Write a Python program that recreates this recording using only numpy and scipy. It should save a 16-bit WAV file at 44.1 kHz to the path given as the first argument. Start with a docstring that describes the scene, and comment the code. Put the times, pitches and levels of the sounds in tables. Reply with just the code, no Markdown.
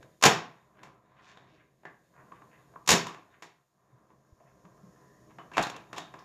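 """A hand-cranked die-cutting machine on a wooden desk rolls plastic plates through, in a small room.
From the start rollers rumble, gears grind, plates scrape and the crank knocks softly over faint hiss.
At 0.24 s and 2.89 s the squeezed stack snaps over an edge: a loud, rattling clunk, a thump on the desk.
Near 5 s the freed end swishes over the bed and the plastic squeaks under load.
A third clunk follows at 5.58 s; the freed plates tap and ping."""
import sys
import numpy as np
from scipy import signal
from scipy.fft import rfft, irfft
from scipy.io import wavfile

SR = 44100
rng = np.random.default_rng(int(sys.argv[2]) if len(sys.argv) > 2 else 0)


def to_wav(sig):
    """Store sig (one row per channel, or 1-D mono) as 16-bit WAV at the path in sys.argv[1].

    Samples outside -1..1 are clipped; the rate is SR.
    """
    pcm = np.clip(np.atleast_2d(sig), -1, 1) * 32767
    pcm = np.round(pcm).astype(np.int16)
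    wavfile.write(sys.argv[1], SR, pcm.T)  # frames by channels


N = 275562
TIME_S = np.arange(N) / SR
FREQ_HZ = np.fft.rfftfreq(N, 1 / SR)


def amp(db):
    """Decibels to gain."""
    return 10 ** (np.asarray(db) / 20)


def unit(x):
    """Scale to rms 1."""
    return x / np.sqrt(np.mean(x ** 2) + 1e-20)


def decay(t, t60_s):
    """Exponential fall, 60 dB in t60_s."""
    return np.exp(-np.log(1000) * t / t60_s)


def bell(offset, half_width):
    """Gaussian, 1/e at half_width."""
    return np.exp(-(offset / half_width) ** 2)


def curve(points, hz):
    """Interpolate on a log-frequency axis."""
    freq_hz, value = np.transpose(points)
    return np.interp(np.log(hz + 1), np.log(freq_hz), value)


def add(mix, start_s, sound):
    """Mix a sound in at start_s."""
    part = mix[max(round(start_s * SR), 0):][:len(sound)]
    part += sound[:len(part)]


def minimum_phase(gain):
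    """Response with these gains that rings only after its cause."""
    log_gain = np.log(gain + 1e-9)
    mirrored = np.concatenate([log_gain, log_gain[-2:0:-1]])
    return np.exp(np.conj(signal.hilbert(mirrored)))[:len(gain)]


def coloured(x, spectrum):
    """Filter x by a spectrum; rms 1."""
    return unit(irfft(rfft(x) * amp(curve(spectrum, FREQ_HZ)), N))


# Room decay: freq_hz, t60_s
ROOM_DECAY = [(100, 0.55), (400, 0.34), (1000, .43), (2500, .36), (5500, .31), (8500, 0.22), (13000, 0.23)]

def room(build_s=0.0067, size=22050):
    """Dense reflections build up, then die sooner in the treble; energy 1."""
    hz, t, noise = signal.stft(rng.standard_normal(size), SR, nperseg=256)
    damped = noise * decay(t, curve(ROOM_DECAY, hz)[:, None])
    tail = signal.istft(damped, SR, nperseg=256)[1][:size]
    tail *= 1 - bell(np.arange(size) / SR, build_s)
    return tail / np.linalg.norm(tail)


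# Plate and tray resonances: centre_hz, width_hz, height_db
PLATE_RESONANCES = [(712, 150, 5.5), (1060, 260, 5.5), (1608, 76, 4.5), (1846, 30, 4), (2180, 27, 0.5),
                    (2610, 150, 2), (3320, 21, 1.5), (3680, 260, 4.5), (4520, 120, 4.5), (5440, 260, 4),
                    (6280, 90, -0.5), (6830, 750, 3), (7070, 140, 0.5)]

def plate_gain_db(hz):
    """Short-lived resonances of plates and tray colour each contact."""
    return sum(height_db / (1 + (2 * (hz - centre_hz) / width_hz) ** 2)
               for centre_hz, width_hz, height_db in PLATE_RESONANCES)


def micro_slips(per_s, spread_db):
    """Random train of tiny slips, a few much larger than the rest."""
    sizes = amp(spread_db * np.minimum(rng.exponential(1, N), 4))
    return unit(sizes * rng.standard_normal(N) * (rng.random(N) < per_s / SR))


def friction(level_db, spectrum, per_s, spread_db, wet_db):
    """Tiny slips shake a machine part, ring in the plates and echo in the room."""
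    slips = micro_slips(per_s, spread_db)
    echoing = slips + amp(wet_db) * signal.fftconvolve(slips, room())[:N]
    resonant = irfft(rfft(echoing) * amp(plate_gain_db(FREQ_HZ)), N)
    return amp(level_db) * coloured(resonant, spectrum)


# Relative friction levels: time_s, rumble_db, grind_db, scrape_db
CRANK_LEVELS = [(0, -54, -58.5, -57), (.19, -72, -80.5, -82), (.65, -71.5, -70.5, -76),
                (.86, -61.5, -58, -108), (1.049, -72.5, -69, -79.5), (1.278, -68.5, -59, -62),
                (1.55, -65, -67, -74.5), (1.76, -72.5, -78.5, -84), (2.07, -72.5, -78.5, -83),
                (2.219, -62.5, -63.5, -77), (2.601, -64.5, -64, -76), (3.348, -68, -66.5, -74),
                (3.681, -83, -79, -96), (3.97, -67.5, -66.5, -78), (4.3, -72, -71, -87.5),
                (4.72, -64.5, -64, -84), (5.5, -63, -66.5, -83), (6.25, -63.5, -57, -65)]
# Roller, gear and plate spectra: freq_hz, gain_db
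ROLLER_SPECTRUM = [(25, -25.5), (60, -14), (110, -7), (170, -0.5), (240, -8), (420, -8), (600, -12),
                   (1200, -51)]
GEAR_SPECTRUM = [(300, -28.5), (550, -10), (720, -3), (860, -8.5), (1040, -0.5), (1320, -9), (1680, -10.5),
                 (2200, -19), (4000, -39)]
SCRAPE_SPECTRUM = [(900, -24), (1700, 8), (2300, 2.5), (3100, -8.5), (3700, -1.5), (4800, -15),
                   (7000, -13.5), (9000, -33.5), (14000, -38)]

def cranking():
    """Rollers rumble, gears grind, plates scrape along the bed."""
    time_s, *levels_db = np.transpose(CRANK_LEVELS)
    rumble_db, grind_db, scrape_db = (np.interp(TIME_S, time_s, db) for db in levels_db)
    rollers = friction(rumble_db + 2, ROLLER_SPECTRUM, per_s=1300, spread_db=2.5, wet_db=0)
    gears = friction(grind_db - 2.5, GEAR_SPECTRUM, per_s=800, spread_db=3.5, wet_db=0.5)
    scrape = friction(scrape_db - 1.5, SCRAPE_SPECTRUM, per_s=820, spread_db=7, wet_db=6.5)
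    return rollers + gears + scrape


# Hiss spectrum: freq_hz, gain_db
HISS_SPECTRUM = [(25, 3), (150, 10), (500, -2.5), (2000, 3), (4500, 4), (6000, 3.5), (6900, 12.5),
                 (7600, -0.5), (14000, 1)]

def hiss(level_db=-75, sink_s=0.9, hold_s=0.26, return_s=0.92):
    """Faint hiss peaking near 7 kHz; dips after the first two clunks, lifts slightly after the third."""
    corners_s = np.cumsum([0, sink_s, hold_s, return_s])
    dip_db = sum(depth_db * np.interp(TIME_S - snap_s, corners_s, [0, 1, 1, 0])
                 for snap_s, *_, depth_db in STACK_CLUNKS)
    return amp(level_db - dip_db) * coloured(rng.standard_normal(N), HISS_SPECTRUM)


# Struck housing spectrum: freq_hz, gain_db
HOUSING_SPECTRUM = [(30, -28.5), (70, -23), (115, -6), (165, 0.5), (225, -2), (420, -2.5), (600, -5),
                    (930, -5), (1400, -6), (2600, -5.5), (4600, -11), (7000, -8.5), (8600, -20.5),
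                    (14000, -26.5)]

def blow(bass_db, treble_db, spot_hz, spot_db, chatter_s, size=8192):
    """One chattering contact: harder is brighter, and the struck spot adds its pitch."""
    t, hz = np.arange(size) / SR, np.fft.rfftfreq(size, 1 / SR)
    chatter = rfft(rng.standard_normal(size) * (0.23 + t / chatter_s) * bell(t, chatter_s))
    hardness_db = curve([(220, bass_db), (800, 0.0032), (1500, 0.0068), (6000, treble_db)], hz)
    spot_peak_db = spot_db * bell(np.log((hz + 1) / spot_hz), 0.18)
    colour = amp(curve(HOUSING_SPECTRUM, hz) + plate_gain_db(hz) + hardness_db + spot_peak_db)
    # Flattened chatter spreads the blow in time; machine and contact set the colour.
    magnitude = np.hypot(abs(chatter), 0.25 * abs(chatter).mean()) / 1.09
    return irfft(chatter * minimum_phase(colour / magnitude))


# Housing, plate and desk modes: pitch_hz, relative_db, uncapped_t60_s
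BODY_MODES = [(141, -9.5, 0.12), (166, -4, .42), (287.4, -5.5, 0.93), (335.3, -3, 0.99), (398, -0.5, 0.41),
              (465.5, -3.5, .25), (520, -7, .35), (677, -5, .35), (785, -10, .32), (853, -2.5, 0.85),
              (861, -8.5, .28), (955, -4, .28), (999, 10, 0.033), (1086, -1.5, 0.11), (1155, -3, .3),
              (1605, -2.5, 0.089), (1760, -0.5, 0.22), (1922, -6.5, .26), (2280, -6.5, 0.18),
              (2710, 3.5, 0.11), (3320, -4, .25), (4930, -5, 0.18)]

def body_ring(max_t60_s=0.4, size=22050):
    """Modes left ringing by a blow; energy 1."""
    t = np.arange(size) / SR
    hz, db, t60_s = np.transpose(BODY_MODES)[:, :, None]
    envelopes = amp(db) * decay(t, np.minimum(t60_s, max_t60_s))
    modes = (envelopes * np.sin(2 * np.pi * (hz * t + rng.random(hz.shape)))).sum(0)
    return modes / np.linalg.norm(modes)


def strikes(rows, chatter_s, gain_db, ring_db, wet_db):
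    """Each blow sounds directly, then as a tail through the ringing machine and the room."""
    out = np.zeros(N)
    for start_s, level_db, bass_db, treble_db, spot_hz, spot_db, tail_db in rows:
        hit = amp(level_db + gain_db) * blow(bass_db, treble_db, spot_hz, spot_db, chatter_s)
        response = amp(wet_db) * room() + amp(ring_db) * body_ring()
        add(out, start_s, hit)
        add(out, start_s, amp(tail_db) * signal.fftconvolve(hit, response))
    return out


# Light blows: start_s, relative_db, treble_db, spot_hz, spot_db, tail_db
CRANK_KNOCKS = [(.027, -54.5, -7, 1610, 8, -9), (.8315, -50, -5.5, 2210, 4.5, -0.5),
                (1.3715, -51.5, -16.5, 3630, 12, -4), (1.8327, -58, -25.5, 641, 6, -2),
                (1.8522, -43.5, -22, 1827, 10.5, -1), (2.319, -48.5, -28, 1067, 12, -6),
                (2.419, -51.5, -33.5, 1100, 6.5, -6.5), (2.7368, -58, -42, 650, 7, -1.5),
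                (2.758, -47, -46, 1115, 9, -5), (3.067, -40, -3, 1120, 8.5, -0.5),
                (3.145, -45, -15.5, 2520, 5, -4), (3.4226, -47.5, -2.5, 2080, 5.5, 0.5),
                (3.431, -51.5, -3.5, 1830, 9.5, -14), (4.103, -65, -25, 1047, 9.5, 0),
                (4.401, -63.5, -30.5, 630, 16.5, 1.5), (4.651, -56.5, -20.5, 1086, 6.5, -5),
                (5.3846, -43.5, -24.5, 1250, 4, 0), (5.5155, -51, -15, 1680, 5.5, 3),
                (5.535, -53, -4.5, 2470, 15, 7.5), (5.613, -38.5, -7, 806, -3, -1),
                (5.6255, -40.5, 8.5, 7160, -1.5, -3), (5.635, -37, -8, 4000, 15.5, -6.5),
                (5.668, -36, -10, 730, 0, -24), (5.6975, -39, -4, 3510, 3.5, -8.5),
                (5.742, -48, -19.5, 2630, 9.5, 6.5), (5.763, -54, 4.5, 3320, 7, -7),
                (5.9294, -40, -9.5, 1364, 5.5, -1.5), (5.962, -51, -3, 3520, 9, 12),
                (5.9803, -36.5, -3, 690, 7.5, -7.5), (6.1389, -45, -18, 990, 4, -1.5),
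                (6.189, -56.5, -7, 5150, 10.5, -0.5)]

def knocks(bass_db=-2):
    """Play in the crank and taps of the plates knock the housing."""
    rows = [(start_s, level_db, bass_db, *colour) for start_s, level_db, *colour in CRANK_KNOCKS]
    return strikes(rows, chatter_s=0.0055, gain_db=36.5, ring_db=-9.5, wet_db=-2)


# One clunk per crank turn: snap_s, relative_db, bass_db, treble_db, snap_hz, tail_db,
# slip_lead_s, slip_db, land_delay_s, land_db, land_hz, bounce_gap_s, hiss_dip_db
STACK_CLUNKS = [(0.2372, -20, -1.5, -2, 882, -2, .0125, -12, .0225, -2.5, 439, .007, 11.5),
                (2.8895, -26, 0.5, 4.5, 1900, -1, .014, -13, .025, -2, 494.7, 0.011, 8.5),
                (5.579, -24.5, 0, -17, 2610, -6.5, .0105, -9, .011, -12, 720, .0055, -1)]

def clunk(snap_s, level_db, bass_db, treble_db, snap_hz, tail_db,
          slip_lead_s, slip_db, land_delay_s, land_db, land_hz, bounce_gap_s):
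    """The squeezed stack slips twice, snaps over an edge, touches down, lands and bounces."""
    tray_hz, slip_bass_db = 1110, -10  # slips sound the hollow tray
    slip_spot_db, snap_spot_db, land_spot_db = 8, 3, 7
    slip_colour = (slip_bass_db, treble_db + 4.5, tray_hz, slip_spot_db, tail_db - 1.5)
    first_slip = (snap_s - 2 * slip_lead_s, level_db + slip_db - 27.5, *slip_colour)
    second_slip = (snap_s - slip_lead_s, level_db + slip_db, *slip_colour)
    snap = (snap_s, level_db, bass_db - 9, treble_db, snap_hz, snap_spot_db, tail_db)
    bounces = []
    for k in range(-1, 4):  # -1: touchdown, 0: landing; each contact heavier and duller
        start_s = snap_s + land_delay_s + k * bounce_gap_s
        bounce_db = level_db + land_db - 2 * abs(k)
        colour = (bass_db + 2 + k, treble_db + 0.5 - 4 * k, land_hz, land_spot_db, tail_db - 8)
        bounces.append((start_s, bounce_db, *colour))
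    stages = [([first_slip], 0.0045), ([second_slip], 0.006), ([snap], 0.0045), (bounces, 0.007)]
    return sum(strikes(rows, chatter_s, gain_db=43.5, ring_db=-12, wet_db=1)
               for rows, chatter_s in stages)


# Thin plate tones: pitch_hz, relative_db
PLATE_PARTIALS = [(1577, -55.5), (1922, -55), (2724, -56.5), (3569, -59), (4581, -60), (4850, -62.5),
                  (5604, -57.5), (6449, -60.5), (6880, -58), (7294, -59.5)]

def plate_ring(gain_db=26, rise_s=0.012, t60_s=0.33):
    """Each snap sets the plates ringing; the harder and brighter, the louder."""
    t, out = np.arange(SR) / SR, np.zeros(N)
    envelope = (1 - np.exp(-t / rise_s)) * decay(t, t60_s)
    for snap_s, level_db, _, treble_db, *_ in STACK_CLUNKS:
        tones = sum(amp(db) * np.sin(2 * np.pi * (hz * t + rng.random())) for hz, db in PLATE_PARTIALS)
        add(out, snap_s, amp(gain_db + level_db + treble_db) * envelope * tones)
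    return out


# Low swings: centre_s, peak_db, pitch_hz, half_length_s
DESK_THUMPS = [(.27, -26, 140, 0.013), (2.93, -25, 171.7, 0.028), (2.921, -38, 80, .025),
               (3.94, -55.5, 125, 0.021), (4.331, -49.5, 77, 0.0058), (4.663, -50.5, 178.4, 0.013),
               (4.844, -47, 191.4, 0.0099), (4.886, -55.5, 178.3, 0.019), (5.607, -50.5, 44.7, 0.031)]

def thumps():
    """The machine rocks softly on the desk."""
    return sum(amp(db) * bell(TIME_S - centre_s, half_s) * np.sin(2 * np.pi * hz * (TIME_S - centre_s))
               for centre_s, db, hz, half_s in DESK_THUMPS)


# Gritty swells: centre_s, relative_db, half_length_s, centre_hz, spread_octaves
BED_RUBS = [(.795, -64, .04, 1500, 1.1), (1.19, -60, .02, 1500, 1.1), (1.285, -61, .06, 2200, 1.8),
            (1.53, -70, .05, 2700, 1.1), (1.6, -63, .025, 1850, .7), (2.19, -59, .04, 1250, .8),
            (2.36, -61, .025, 1500, 1), (2.545, -61, .03, 1900, .6), (3.345, -61, .02, 1500, .9),
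            (4.48, -68, .02, 1700, .7), (5.31, -60, .015, 1200, 1.2)]

def rubs(gain_db=-1, wet_db=-5):
    """The plates catch and rub on the bed in short swells of tiny slips."""
    body = amp(curve(HOUSING_SPECTRUM, FREQ_HZ) + plate_gain_db(FREQ_HZ))
    out = np.zeros(N)
    for centre_s, level_db, half_s, centre_hz, octaves in BED_RUBS:
        band = bell(np.log2((FREQ_HZ + 1) / centre_hz), octaves)
        slips = micro_slips(per_s=2500, spread_db=3)
        grit = unit(irfft(rfft(slips) * band * body, N))
        out += amp(level_db + gain_db) * bell(TIME_S - centre_s, half_s) * grit
    return out + amp(wet_db) * signal.fftconvolve(out, room())[:N]


# Sliding plastic spectrum: freq_hz, gain_db
SLIDE_SPECTRUM = [(3500, -29), (5200, -2), (6900, 2.5), (7800, -22)]

def slide(centre_s=5.08, half_length_s=0.89, level_db=-79):
    """The freed end of the stack slides over the bed: a thin swish that swells and fades."""
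    swish = friction(level_db, SLIDE_SPECTRUM, per_s=5000, spread_db=2.5, wet_db=-0.5)
    return bell(TIME_S - centre_s, half_length_s) * swish


def squeak(start_s=4.88, end_s=5.28, from_hz=1720, to_hz=1850, fuzz_hz=110, level_db=-72):
    """Plastic rubs under load: a faint, fuzzy, rising whine."""
    progress = np.clip((TIME_S - start_s) / (end_s - start_s), 0, 1)
    lowpass = signal.butter(2, fuzz_hz, fs=SR, output="sos")
    fuzz_i, fuzz_q = unit(signal.sosfilt(lowpass, rng.standard_normal((2, N))))
    phase = 2 * np.pi * np.cumsum(from_hz + (to_hz - from_hz) * progress) / SR
    envelope = np.sqrt(abs(np.sin(np.pi * progress)))
    return amp(level_db) * envelope * (fuzz_i * np.cos(phase) + fuzz_q * np.sin(phase))


# Plate pings: start_s, peak_db, pitch_hz, t60_s
PLATE_PINGS = [(5.385, -55, 2960, .22), (5.635, -45, 3700, .35), (5.635, -46, 4100, .3),
               (5.981, -51, 3700, .45)]

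def pings(pair_ratio=1.015):
    """The freed plates ring briefly; close mode pairs beat as they die."""
    t, out = np.arange(SR) / SR, np.zeros(N)
    for start_s, peak_db, hz, t60_s in PLATE_PINGS:
        pair = np.sin(2 * np.pi * hz * t) + np.sin(2 * np.pi * (hz * pair_ratio * t + rng.random()))
        add(out, start_s, 0.5 * amp(peak_db) * pair * decay(t, t60_s))
    return out


def scene():
    """The whole machine from above the desk, mono."""
    clunks = sum(clunk(*row[:-1]) for row in STACK_CLUNKS)
    impacts = clunks + knocks() + pings() + thumps()
    return (impacts + rubs() + cranking() + squeak() + hiss() + plate_ring() + slide())[None]


def record(dry):
    """Low-pass at 14.25 kHz."""
    lowpass = signal.firwin(301, 14250, window=("kaiser", 8), fs=SR)
    return signal.oaconvolve(dry, lowpass[None], "same")


dry = scene()
out = record(dry)
to_wav(out)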